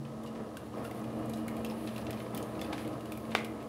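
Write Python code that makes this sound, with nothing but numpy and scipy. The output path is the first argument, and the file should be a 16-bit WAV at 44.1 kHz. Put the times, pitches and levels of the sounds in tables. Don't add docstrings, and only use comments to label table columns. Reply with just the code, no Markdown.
import sys
import numpy as np
from scipy import signal
from scipy.fft import rfft, irfft, next_fast_len
from scipy.io import wavfile
from scipy.ndimage import map_coordinates

SR = 44100
rng = np.random.default_rng(int(sys.argv[2]) if len(sys.argv) > 2 else 0)


def store_pcm(level_fs):
    pcm = np.round(np.clip(level_fs, -1, 1) * 32767).astype(np.int16)
    wavfile.write(sys.argv[1], SR, np.atleast_2d(pcm).T)


def invert_db(level):
    return 10 ** (np.asarray(level, dtype=float) / 20)


N = 162288

# time_s, gear chatter_db, paper hiss_db
CUTTING_LOAD = [(0, -46.5, -104), (.6, -45, -79), (.95, -42.5, -68.5), (1.3, -41, -67), (1.85, -43, -75.5),
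                (2.5, -41, -62), (2.95, -42, -65.5), (3.25, -41.5, -63), (3.68, -44.5, -73)]


def unit(x):
    return x / np.sqrt(np.mean(x ** 2) + 1e-20)


def along(points, hz):
    point_hz, value = np.transpose(points)
    return np.interp(np.log(hz + 1), np.log(point_hz + 1), value)


def seconds():
    return np.arange(N) / SR


def curves(rows):
    s, *columns = np.transpose(rows)
    return [np.interp(seconds(), s, column) for column in columns]


def wobble(rate):
    return map_coordinates(rng.standard_normal(400), [seconds() * rate])


def filtered(x, response):
    m = next_fast_len(N + SR // 2)
    return irfft(rfft(x, m) * response(np.fft.rfftfreq(m, 1 / SR)), m)[:N]


def resonances(rows, f):
    total = 0
    for k, (centre, width, db) in enumerate(rows):
        damping = 1j * f * width
        total = total + (-1) ** k * invert_db(db) * damping / (centre ** 2 - f ** 2 + damping)
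    return total


def ticks(per_s, spread_db):
    chance, side, size = rng.random((3, N))
    impulses = (chance < per_s / SR) * np.sign(side - 0.5)
    return unit(impulses * invert_db(-spread_db * np.log(size + 0.03)))


def sine(hz, level_db):
    cycles = np.cumsum(hz) / SR + rng.random()
    return np.sqrt(2) * invert_db(level_db) * np.sin(2 * np.pi * cycles)


def band(x, low_hz, high_hz):
    edges_hz = [low_hz, min(high_hz, SR / 2.2)]
    return signal.sosfilt(signal.butter(2, edges_hz, "band", fs=SR, output="sos"), x)


def place(out, start, sound):
    out[start:][:len(sound)] += sound


def air():
    # freq_hz, density_db (per Hz)
    air_colour = [(1500, -17), (3000, 0.5), (8000, -6.5), (10600, -4), (11500, -9), (16000, -15)]
    noise = rng.standard_normal(N)
    return invert_db(-65) * unit(filtered(noise, lambda f: invert_db(along(air_colour, f)) * (f > 1000)))


def motor():
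    # time_s, mesh_hz, tone_db
    mesh_track = [(0.0, 221.5, -44), (0.01, 222.1, -50), (0.38, 223.4, -43.5), (0.57, 223.7, -53),
                  (1.07, 225.5, -44), (1.62, 223.8, -40.5), (2.97, 222.2, -51), (3.34, 222.8, -42.5),
                  (3.6, 223.0, -49.5), (3.68, 226.3, -48)]
    # pitch_hz, rms_db, wander_db
    machine_tones = [(77.6, -63, 2), (119.7, -51.5, 2.5), (172.7, -69, -2), (473.4, -66.5, 7),
                     (832, -73, 6), (1070, -67, 3)]
    # time_s, tone_db
    stage_track = [(0.0, -53), (0.55, -57), (1.2, -45), (2.39, -49.5), (2.78, -46), (3.65, -49.5),
                   (3.68, -77)]
    # pitch_hz, rms_db, start_s, end_s
    whines = [
        (2870, -70.5, 1.03, 1.92),
        (395, -57, 1.52, 3.7),
        (2430, -72.5, .9, 2),
    ]
    # pitch_hz, rms_db, t60_s
    bin_ring = (140, -41.5, 1)
    t = seconds()

    mesh_hz, mesh_db = curves(mesh_track)
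    out = sine(mesh_hz + 2.34 * wobble(19), mesh_db + 1.37 * wobble(17))

    load_db = curves(CUTTING_LOAD)[0]
    strain_db = 0.97 * (load_db - load_db.mean())
    for hz, db, wander_db in machine_tones:
        out += sine(hz * (1 + 0.001913 * wobble(8)), db + strain_db + wander_db * wobble(7.4))

    rough = filtered(rng.standard_normal(N), lambda f: resonances([(309.4, 17, 0)], f) ** 2)
    stage = 0.61 * unit(rough) + 0.58 * sine(np.full(N, 317), 0)
    out += invert_db(curves(stage_track)[0] + 1.5) * stage

    fade_s = 0.081
    for hz, db, start, end in whines:
        fade = np.clip(np.minimum(t - start, end - t) / fade_s, 0, 1)
        out += sine(hz * (1 + 0.00495 * wobble(40.08)), db + 2.0 * wobble(9.52)) * fade

    hz, db, t60 = bin_ring
    return out + sine(np.full(N, hz), db - 60 * t / t60)


def gears():
    # centre_hz, width_hz, peak_db
    casing_modes = [(79, 48.7, -1.5), (134.7, 20.4, 2), (208, 37, 1), (283.7, 18.3, 4.5),
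                    (328.6, 105, -3.5), (435.7, 12.2, 1.5), (467.3, 25.5, 0), (545, 46.6, -1),
                    (614, 49, -1), (698, 39.3, -2), (778, 58, -8), (1009, 39, -8), (1086, 25, -6.5),
                    (1266, 95, -8.5)]
    modes = casing_modes + [(1660, 350, -19)]
    chatter_share = 0.48
    push = chatter_share * ticks(900, 4) + (1 - chatter_share) * rng.standard_normal(N)
    push = push * invert_db(1.35 * wobble(14))

    def body(f):
        low_cut = (1j * f / (55 + 1j * f)) ** 3
        return resonances(modes, f) * low_cut / (1 + 1j * f / 2000)

    return unit(filtered(push, body)) * invert_db(curves(CUTTING_LOAD)[0] + 0.5)


def drags():
    # start_s, level_db, t60_s
    slides = [
        (.35, -56, 0.17),
        (1.87, -53.5, .4),
        (2.101, -58, 0.43),
        (3.6, -57.5, 0.34),
        (2.745, -51, 0.23),
        (2.78, -50.5, 0.3),
        (3.306, -50.5, 0.16),
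        (3.353, -38.5, 0.27),
    ]
    t = seconds()
    loudness = 0
    for s, db, t60 in slides:
        loudness = loudness + invert_db(db - 60 * (t - s).clip(0) / t60) * (t > s)
    grain = rng.standard_normal(N) + 0.73 * ticks(670, 3.5)
    return loudness * unit(filtered(grain, lambda f: resonances([(2050, 2700, 0)], f) ** 2))


def knocks():
    # start_s, peak_db, ring_hz
    contacts = [(0.25, -34, 1100), (0.74, -34, 1073), (.914, -33, 740), (1.72, -31.5, 870),
                (2.848, -27.5, 310), (.849, -33, 1390), (.57, -33, 1560), (2.106, -40, 1560),
                (1.482, -41, 1500), (2.1, -36, 1900), (1.7, -34, 5200), (.5697, -44, 4200),
                (3.3506, -17, 2260), (3.3529, -18, 2120), (3.351, -25.5, 1430), (1.104, -35, 630),
                (1.167, -29.5, 630), (1.335, -29, 678)]
    decay_cycles = 13
    out, t = np.zeros(N + SR), np.arange(SR // 4) / SR
    for s, db, hz in contacts:
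        soft_onset = 1 - np.exp(-t * hz / 1.15)
        decay = invert_db(db - 30 * t * hz / decay_cycles)
        place(out, round(s * SR), decay * np.sin(2 * np.pi * hz * t) * soft_onset)
    return out[:N]


def flaps():
    # start_s, peak_db, burst t60_s
    slaps = [
        (2.727, -30, 0.044),
        (2.73, -20.5, 0.035),
        (2.74, -30.5, 0.027),
        (3.317, -31, 0.096),
        (3.3505, -9, 0.0073),
        (3.353, -13.5, 0.0091),
        (3.362, -26, 0.0086),
    ]
    # centre_hz, width_hz, peak_db
    sheet_modes = [(586, 360, 1.5), (1120, 430, -0.5), (1515, 140, 0.5), (2200, 460, -1), (2920, 750, -4.5),
                   (3670, 330, -2), (4670, 1100, -10.5), (8950, 7000, -20)]
    out, t = np.zeros(N + SR), np.arange(SR // 8) / SR
    for s, db, t60 in slaps:
        burst = 0.42 * rng.standard_normal(len(t)) * invert_db(-60 * t / t60)
        burst[:3] += 1.5
        place(out, round(s * SR), invert_db(db + 6.0) * burst)
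    return filtered(out[:N], lambda f: resonances(sheet_modes, f) / (1 + 1j * f / 9000) ** 2)


def creases():
    count, pitch_hz, decay_cycles = 220, 3000, 9
    cut_db = curves(CUTTING_LOAD)[1]
    out, t = np.zeros(N + SR), np.arange(SR // 100) / SR
    for when, pitch, size in rng.random((count, 3)):
        start, hz = int(when * N), pitch_hz * 2.5 ** (pitch - 0.4)
        shake = np.cumsum(0.5 * rng.standard_normal(len(t)))
        peak_db = cut_db[start] + 3 + 16.3 * size ** 2
        tick = invert_db(peak_db - 30 * t * hz / decay_cycles) * np.sin(2 * np.pi * hz * t + shake)
        place(out, start, tick)
    return out[:N]


def snaps():
    # start_s, peak_db, ring_hz
    crease_snaps = [(0.0505, -45, 2550), (0.2344, -51, 3400), (0.2616, -43, 2840), (0.275, -43, 2850),
                    (0.569, -37.5, 2860), (0.734, -52.5, 2920), (0.85, -40.5, 2810), (0.9114, -38.5, 2100),
                    (1.042, -45, 2870), (1.2994, -44, 2370), (1.3359, -38.5, 3940), (1.3824, -48, 3030),
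                    (1.482, -34, 2160), (1.5668, -41.5, 2460), (1.6475, -33, 2620), (1.6626, -41, 3340),
                    (1.709, -44, 2520), (1.8743, -36, 2740), (1.8884, -44, 3200), (1.9614, -37, 2750),
                    (1.9794, -37, 2580), (2.014, -44, 3100), (2.0669, -37, 2730), (2.0954, -46, 2740),
                    (2.1065, -36, 2370), (2.129, -39.5, 3140), (2.173, -42.5, 2460), (2.2019, -37, 2160),
                    (2.2633, -44, 2160), (2.3474, -37, 3380), (2.3672, -42, 3110), (2.376, -36, 2980),
                    (2.4266, -42.5, 3190), (2.5522, -45, 2460), (2.593, -39.5, 2750), (2.615, -37, 2130),
                    (2.615, -35, 3446), (2.6459, -40, 2530), (2.6633, -44, 2660), (2.701, -50, 2850),
                    (2.8479, -41, 2160), (2.8775, -44.5, 2530), (2.9314, -49, 2920), (3.007, -46.5, 2770),
                    (3.0553, -43, 2870), (3.1198, -36, 2480), (3.174, -45, 2380), (3.252, -46, 2160),
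                    (3.4462, -34, 2470), (3.563, -50, 2220), (3.624, -49, 2110)]
    # start_s, peak_db, centre_hz
    fibre_cracks = [(0.0498, -65, 10400), (0.237, -47, 9530), (0.2613, -54, 9840), (0.2723, -48, 9190),
                    (0.5702, -36.5, 9700), (0.6599, -54, 10500), (0.839, -51, 9720), (0.846, -41, 9490),
                    (0.9107, -41, 10700), (0.9467, -45, 12300), (0.9931, -44, 11650), (1.0407, -48, 9360),
                    (1.189, -48, 10300), (1.258, -44, 9630), (1.296, -36.5, 9050), (1.333, -38.5, 10200),
                    (1.36, -47, 10700), (1.3722, -43, 9740), (1.48, -33, 10200), (1.566, -40.5, 10300),
                    (1.6472, -33, 10100), (1.6851, -48, 9470), (1.8652, -46, 9640), (1.8733, -43, 9850),
                    (1.9616, -42, 11400), (1.98, -40, 10000), (2.0497, -45, 9700), (2.1063, -32.5, 9900),
                    (2.1979, -45, 10400), (2.3474, -31, 11400), (2.3742, -31, 11300), (2.4264, -36.5, 7670),
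                    (2.6123, -34, 10200), (2.7317, -41, 9070), (2.7776, -45, 9550), (2.876, -40, 9780),
                    (3.0075, -49, 9550), (3.056, -44, 9220), (3.1205, -33.5, 10800), (3.1747, -39, 11500),
                    (3.3123, -46, 9980), (3.3489, -33, 9500), (3.3872, -45, 9570), (3.4464, -35.5, 10100),
                    (3.6264, -47, 10700)]
    out, t = np.zeros(N + SR), np.arange(SR // 8) / SR
    rise = 1 - np.exp(-t / 0.0006)

    snap_shape = rise * (invert_db(-60 * t / 0.0079) + invert_db(-10 - 60 * t / 0.064))
    for s, db, hz in crease_snaps:
        noise, shake = rng.standard_normal((2, len(t)))
        ring = 0.56 * np.sin(2 * np.pi * hz * t + np.cumsum(0.11 * shake)) * invert_db(-60 * t / 0.028)
        rustle = 1.36 * band(noise * snap_shape, hz * 0.67, hz * 1.78)
        place(out, round(s * SR), invert_db(db + 1.5) * (rise * ring + rustle))

    crack_shape = rise * (invert_db(-60 * t / 0.0062) + invert_db(-13 - 60 * t / 0.044))
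    for s, db, hz in fibre_cracks:
        noise = rng.standard_normal(len(t))
        crack = band(noise * crack_shape, hz / 1.38, hz * 1.38)
        place(out, round(s * SR), invert_db(db + 3.0) * crack)
    return out[:N]


def shreds(colour):
    hiss = rng.standard_normal(N) * invert_db(0.75 * wobble(25.55))
    crackle = ticks(550, 6.5) * invert_db(-15 + 4 * wobble(40.43))
    return unit(filtered(hiss + crackle, lambda f: invert_db(along(colour, f))))


def cutters():
    # freq_hz, density_db (per Hz)
    paper_colour = [(1200, -9), (1600, 7.5), (2200, 1.5), (2900, 2.5), (4500, -3), (6500, -23),
                    (9000, -10.5), (16000, -16)]
    # freq_hz, density_db (per Hz)
    fizz_colour = [(5000, -8), (8000, -10), (9800, 2.5), (12000, -3), (13500, -8), (16000, -8.5)]
    # centre_s, half_length_s, rise_db
    fold_swells = [(0.258, 0.041, 26), (0.667, 0.011, 14), (.78, .035, 10.5), (1.597, .04, 8.5),
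                   (0.861, 0.034, 15), (0.975, 0.035, 9.5), (1.387, 0.03, 8), (1.709, 0.023, 10.5),
                   (1.83, 0.13, 17.5), (1.99, 0.058, 12), (2.204, 0.052, 9.5), (2.647, 0.019, 8),
                   (2.819, 0.038, 9), (3.18, 0.017, -5)]
    t = seconds()
    fizz_db = curves(CUTTING_LOAD)[1] - 2.5
    for s, half, rise_db in fold_swells:
        fizz_db = fizz_db + rise_db * np.exp(-((t - s) / half) ** 2)
    mean_db = fizz_db.mean()
    tear_db = mean_db + 3.5 + 0.87 * (fizz_db - mean_db)
    return shreds(paper_colour) * invert_db(tear_db) + shreds(fizz_colour) * invert_db(fizz_db)


def room(x):
    # freq_hz, t60_s
    room_decay = [(300, 0.77), (2000, 0.44), (6000, 0.13), (14000, 0.37)]
    hz, t, z = signal.stft(rng.standard_normal(SR // 2), SR, nperseg=256)
    decay = invert_db(-60 * t / along(room_decay, hz)[:, None])
    tail = signal.istft(z * decay, SR, nperseg=256)[1]
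    delayed = np.pad(x, (200, 0))
    return signal.fftconvolve(delayed, tail / np.linalg.norm(tail))[:N]


def scene():
    machine = air() + motor() + gears()
    paper, sheet = snaps() + knocks(), flaps()
    wet = invert_db(-6) * room(paper) + invert_db(-11) * room(sheet)
    mix = machine + drags() + creases() + cutters() + paper + sheet + wet
    return mix[None]


def low_pass(x):
    return signal.sosfilt(signal.butter(12, 16500, fs=SR, output="sos"), x)


def record(dry):
    mix = filtered(dry[0], lambda f: np.where(f < 15750, 1, invert_db(-38) * (f < 16500)))[None]
    return low_pass(mix)


dry = scene()
out = record(dry)
store_pcm(out)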